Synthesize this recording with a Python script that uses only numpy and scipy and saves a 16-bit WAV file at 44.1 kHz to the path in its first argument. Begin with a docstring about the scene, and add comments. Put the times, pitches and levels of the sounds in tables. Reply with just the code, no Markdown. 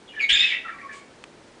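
"""Soft whistled notes over a quiet room hum: a caged cockatiel leads in, yelps, squawks once, warbles down.
In the squawk its syrinx flutters on two separate pitches over a rasp that rings the throat.
Feathers rustle and wing beats puff air at the microphone; near the end something ticks once.
The room is small and lively, and a faint ring lingers after the squawk."""
import sys
import numpy as np
from scipy import signal
from scipy.fft import rfft, irfft
from scipy.io import wavfile

SR = 44100
rng = np.random.default_rng(int(sys.argv[2]) if len(sys.argv) > 2 else 0)


def dump_mix(stems):
    """Bounce the given channels to the path in sys.argv[1] as a 16-bit WAV at rate SR."""
    frames = np.atleast_2d(stems).T  # one column per channel
    limited = np.clip(frames, -1, 1)  # hard clip at full scale
    pcm = np.round(limited * 32767).astype(np.int16)
    wavfile.write(sys.argv[1], SR, pcm)


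N = 70560


def undb(db):
    """Decibels to gain."""
    return 10 ** (np.asarray(db) / 20)


def unit(x):
    """Scale to rms 1."""
    return x / np.sqrt(np.mean(x ** 2))


def clock():
    """Time of every sample."""
    return np.arange(N) / SR


def curve(table, column):
    """One column of a table as an automation lane, joined by straight lines."""
    rows = np.array(table, float)
    return np.interp(clock(), rows[:, 0], rows[:, column])


def gate(start, length, attack, release):
    """Envelope: linear rise, hold, exponential release (all in s)."""
    t = clock() - start
    return np.clip(t / attack, 0, 1) * np.exp(-np.maximum(t - length, 0) / release)


def fader(table, column):
    """Gain riding a level column, opening at the first row and dying away after the last."""
    start, end = table[0][0], table[-1][0]
    return undb(curve(table, column)) * gate(start, end - start, attack=.0029, release=.0045)


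def eq(x, points):
    """Minimum-phase EQ through (f/Hz, level/dB) points."""
    hz, db = np.array(points, float).T
    size = 2 * N
    f = np.maximum(np.arange(N + 1) * SR / size, 1)
    gain = undb(np.interp(np.log(f), np.log(hz), db))
    cepstrum = irfft(np.log(gain))
    cepstrum[1:N] *= 2  # folded onto positive time: no pre-ring
    cepstrum[N + 1:] = 0
    return irfft(rfft(x, size) * np.exp(rfft(cepstrum)))[:N]


def noise(points):
    """Coloured noise of rms 1."""
    return unit(eq(rng.standard_normal(N), points))


def wobble(hz):
    """Random modulator of rms 1, rolled off above the given rate."""
    return unit(signal.sosfilt(signal.butter(2, hz, fs=SR, output="sos"), rng.standard_normal(N)))


def bursts(table, points, attack, release):
    """Short swells of coloured noise, one per row."""
    envelope = sum(undb(db) * gate(start, length, attack, release) for start, length, db in table)
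    return noise(points) * envelope


# Room tone spectrum: f/Hz, level/dB
HUM_EQ = [(15, -37.5), (25, -7), (54, -11.5), (168, -4), (314, 0), (384, -1), (634, -4.5), (795, -7),
          (1100, -10.5), (1770, -12), (1910, -13), (2930, -16.5), (4370, -18.5), (10000, -27.5),
          (13000, -80), (22000, -120)]
def room_hum():
    """A quiet, steady noise bed, fullest in the low mids."""
    return undb(-50) * noise(HUM_EQ)


LOW_T60_S, TREBLE_T60_S, CROSSOVER_HZ, PREDELAY_S = .48, .38, 2700, .004
def room(x):
    """Direct sound, early reflections off close walls and a tail whose treble dies sooner."""
    t = clock()
    wash = rng.standard_normal(N)
    low = signal.sosfiltfilt(signal.butter(2, CROSSOVER_HZ, fs=SR, output="sos"), wash)
    tail = low * undb(-60 * t / LOW_T60_S) + (wash - low) * undb(-60 * t / TREBLE_T60_S)
    early = rng.standard_normal(N) * gate(PREDELAY_S, 0, attack=.00075, release=.02)
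    response = (undb(-4.5) * unit(tail * (t > PREDELAY_S)) + undb(-7) * unit(early)) / np.sqrt(N)
    return x + signal.fftconvolve(x, response)[:N]


# Resonances of the tick: f/Hz, level/dB
TICK_EQ = [(300, -20), (550, -14), (850, -4), (1200, 0), (1700, 0.5), (2200, -6), (2800, 3), (3800, -12),
           (6000, -14.5), (8500, -13.5), (10000, -31)]
def tick():
    """A dry click close to the microphone."""
    decay_s = .0021
    crack = rng.standard_normal(N) * gate(start=1.2394, length=0, attack=.0001, release=decay_s)
    return undb(-33) * unit(eq(crack, TICK_EQ)) * np.sqrt(decay_s * SR / N)


# Wing beats: t/s, length/s, level/dB
PUFF_CUES = [(.319, .016, -37), (.342, 0.015, -46), (.407, 0.01, -42.5)]
# Their bass-heavy spectrum: f/Hz, level/dB
PUFF_EQ = [(15, -0.5), (45, 5.5), (90, -19.5), (200, -11), (500, -47)]
def wing_puffs():
    """Air pushed by the wings hits the microphone in soft thumps."""
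    return bursts(PUFF_CUES, PUFF_EQ, attack=.003, release=.006)


# Feather movements: t/s, length/s, level/dB
RUSTLE_CUES = [(.288, 0.014, -35.5), (.92, 0.055, -50.5)]
# Their bright spectrum: f/Hz, level/dB
RUSTLE_EQ = [(1000, -6.5), (3000, 5), (5500, -1), (8000, 3), (10000, -12)]
def feather_rustle():
    """Moving feathers give brief brushes of hiss."""
    return bursts(RUSTLE_CUES, RUSTLE_EQ, attack=.01, release=.021)


FLUTTER_HZ, FLUTTER_SWING, FLUTTER_DEPTH = 380, .075, .57  # swing and depth at full roughness
WAVER_HZ, WAVER_SWING_HZ, SHIMMER_DB = 70, 45, 2  # swing at full roughness
def syrinx(hz, rough, overtones_db, bright_db):
    """A whistling membrane that wavers in pitch and strength, and flutters as it gets rough."""
    fluttering_hz = hz * (1 + FLUTTER_SWING * rough * wobble(FLUTTER_HZ))
    drift_hz = WAVER_SWING_HZ * np.sqrt(np.abs(rough)) * wobble(WAVER_HZ)
    phase = 2 * np.pi * np.cumsum(fluttering_hz + drift_hz) / SR
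    tremolo = np.abs(1 + FLUTTER_DEPTH * rough * wobble(FLUTTER_HZ))
    shimmer = undb(SHIMMER_DB * wobble(WAVER_HZ))
    overtones = sum(undb(db) * np.sin(k * phase) for k, db in enumerate(overtones_db, start=2))
    return np.sqrt(2) * tremolo * shimmer * (np.sin(phase) + undb(bright_db) * overtones)


def tone(table, overtones_db=()):
    """One tone with automated pitch, level and roughness; brightness scales any overtones."""
    hz, rough = curve(table, column=1), curve(table, column=3)
    bright_db = curve(table, column=4) if len(overtones_db) else 0
    return fader(table, column=2) * syrinx(hz, rough, overtones_db, bright_db)


# Whistles before and after the squawk: t/s, length/s, final f/Hz, level/dB, roughness/0-1
WARBLE_NOTES = [(0.077, 0.017, 3317, -50.5, 0.64), (.087, 0.03, 2875, -51, 0.46),
                (.122, 0.031, 2324, -50, .3), (.135, .025, 1739, -47, .5), (0.151, 0.016, 2894, -47, .4),
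                (.163, 0.026, 1740, -33, .2), (.647, .05, 1309, -36.5, .3), (0.68, 0.023, 1785, -37, 0.97),
                (0.716, 0.042, 2302, -47, 0.29), (.734, .048, 1135, -44, .15),
                (.783, 0.021, 1819, -38.5, .6), (0.811, 0.029, 2265, -46, 0.38),
                (.829, .044, 1112, -41.5, .18), (.886, 0.04, 1711, -42, 0.72),
                (.911, 0.039, 2277, -45.5, 0.45), (.94, 0.031, 1109, -45, .18),
                (.985, 0.038, 2205, -54.5, .3)]
def warble():
    """Short soft notes, each starting a little sharp and dropping onto its pitch."""
    scoop, settle_s = .035, .012
    notes = 0
    for start, length, hz, db, rough in WARBLE_NOTES:
        pitch = hz * (1 + scoop * np.exp(-np.maximum(clock() - start, 0) / settle_s))
        envelope = undb(db) * gate(start, length, attack=.0026, release=.005)
        notes = notes + envelope * syrinx(pitch, rough, overtones_db=[-24], bright_db=0)
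    return notes


# Body of the yelp: t/s, f/Hz, level/dB, roughness/0-1, brightness/dB
YELP_BODY = [(.192, 2800, -38, .9, -20.5), (.2, 2512, -22.5, 0.77, -25), (.212, 2260, -21, .5, -2.5),
             (.222, 2236, -30.5, 0.68, 8.5), (.233, 2230, -19.5, 0.28, 2), (.246, 2236, -21, 0.2, -10),
             (.252, 2230, -36, 0.18, -6), (.287, 2190, -43.5, .2, 1.5)]
# Its harmonics 2 to 4, before brightness: level/dB
YELP_HARMONICS = [-18.5, -28, -40]
# Hoarse second tone on top: t/s, f/Hz, level/dB, roughness/0-1, unused
YELP_TOP = [(.218, 3860, -54, 0.7, 0), (.226, 3910, -42, 0.5, 0), (.245, 3870, -39.5, .6, 0),
            (.26, 3880, -54.5, .6, 0)]
def yelp():
    """A hoarse cry that drops onto a clearer pitch."""
    return tone(YELP_BODY, YELP_HARMONICS) + tone(YELP_TOP)


# Fader ride of the rasp: t/s, level/dB
RASP_RIDE = [(.289, -39), (.298, -17.5), (.33, -29.5), (.39, -25.5), (.44, -26.5), (.48, -31.5),
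             (.535, -31.5), (.57, -55)]
# Resonances of throat and beak: f/Hz, level/dB
THROAT_EQ = [(900, -52.5), (1250, -25), (1470, -23), (1620, -6.5), (2000, -2), (2600, 0), (3200, 0.5),
             (3700, -8), (4100, -16), (5000, -18), (5700, -23.5), (7000, -28), (8800, -35), (10500, -45)]
def rasp():
    """Pulses of uneven spacing and strength ring the throat."""
    rate_hz, jitter, scatter_db = 700, .35, 3.5
    cycles = np.cumsum(rate_hz * np.exp(jitter * wobble(rate_hz))) / SR
    pulses = np.diff(np.floor(cycles), prepend=0) * undb(scatter_db * rng.standard_normal(N))
    return fader(RASP_RIDE, column=1) * unit(eq(pulses, THROAT_EQ))


# The squawk's two main tones, the lower ending in a ring near 2650 Hz:
# t/s, f/Hz, level/dB, roughness/0-1, brightness/dB
UPPER_TONE = [(.286, 2980, -40.5, 0.63, -12), (.297, 3136, -16.5, .7, -9), (.307, 3295, -17, 0.9, -15),
              (.319, 3405, -19, 0.63, -22), (.329, 3447, -15.5, 0.46, 6), (.341, 3642, -14.5, 0.18, 3),
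              (.348, 3559, -23, 0.3, 0.5), (.358, 3590, -24, 0.37, -1), (.384, 3474, -23.5, .5, -5),
              (.408, 3657, -13.5, 0.1, -4), (.415, 3627, -33.5, 0.44, 2.5), (.431, 3597, -18, 0.41, -11),
              (.452, 3580, -39, 0.36, -9), (.502, 3524, -25, 0.46, -14.5), (.54, 3480, -59, .7, -11)]
LOWER_TONE_AND_RING = [(.292, 2550, -27.5, .9, -1), (.345, 2531, -50, 0.88, 1), (.36, 2470, -21, .4, 1.5),
                       (.398, 2500, -31.5, 0.61, 2), (.419, 2549, -25.5, 0.33, 4),
                       (.432, 2543, -35, 0.59, 4), (.445, 2572, -14.5, 0.31, -8),
                       (.456, 2560, -29, 0.42, -6), (.472, 2597, -27.5, 0.13, -6),
                       (.487, 2498, -36, 0.48, -6), (.502, 2300, -28.5, 0.2, -7),
                       (.525, 2306, -27, 0.74, -14), (.538, 2634, -27, 0.28, -19.5),
                       (.57, 2675, -37, 0.65, -13)]
# Second harmonic of each, before brightness: level/dB
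UPPER_HARMONIC = [-20.5]
LOWER_HARMONIC = [-16]
# Weak low tone in the squawk, lingering as a ring near 1950 Hz:
# t/s, f/Hz, level/dB, roughness/0-1, unused
WEAK_TONE_AND_RING = [(.294, 1640, -35.5, 0.12, 0), (.335, 1690, -29.5, 0.3, 0),
                      (.365, 1700, -40.5, 0.77, 0), (.405, 1900, -41.5, 0.31, 0),
                      (.435, 1970, -29.5, 0.5, 0), (.48, 1900, -51.5, 0.77, 0),
                      (.547, 1950, -28.5, 0.65, 0), (.58, 1920, -45.5, 0.65, 0),
                      (.67, 1930, -46.5, 0.33, 0)]
def squawk():
    """Two fluttering main tones, a weak low one and the rasp; the lower two end as the room's ring."""
    main_tones = tone(UPPER_TONE, UPPER_HARMONIC) + tone(LOWER_TONE_AND_RING, LOWER_HARMONIC)
    return main_tones + tone(WEAK_TONE_AND_RING) + rasp()


def scene():
    """Mono mix: bird and feathers through the room and trimmed; puffs, tick and hum dry."""
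    bird = warble() + yelp() + squawk() + feather_rustle()
    puffs = wing_puffs()
    return (undb(-1.5) * room(bird) + puffs + tick() + room_hum())[None]


def record(dry):
    """Master chain: a soft clipper rounds the loudest peaks and a steep low-pass cuts the top."""
    ceiling, top_hz = undb(-3.5), 10000
    rounded = dry / (1 + (dry / ceiling) ** 4) ** .25
    return signal.sosfilt(signal.ellip(10, .2, 70, top_hz, fs=SR, output="sos"), rounded)


dry = scene()
out = record(dry)
dump_mix(out)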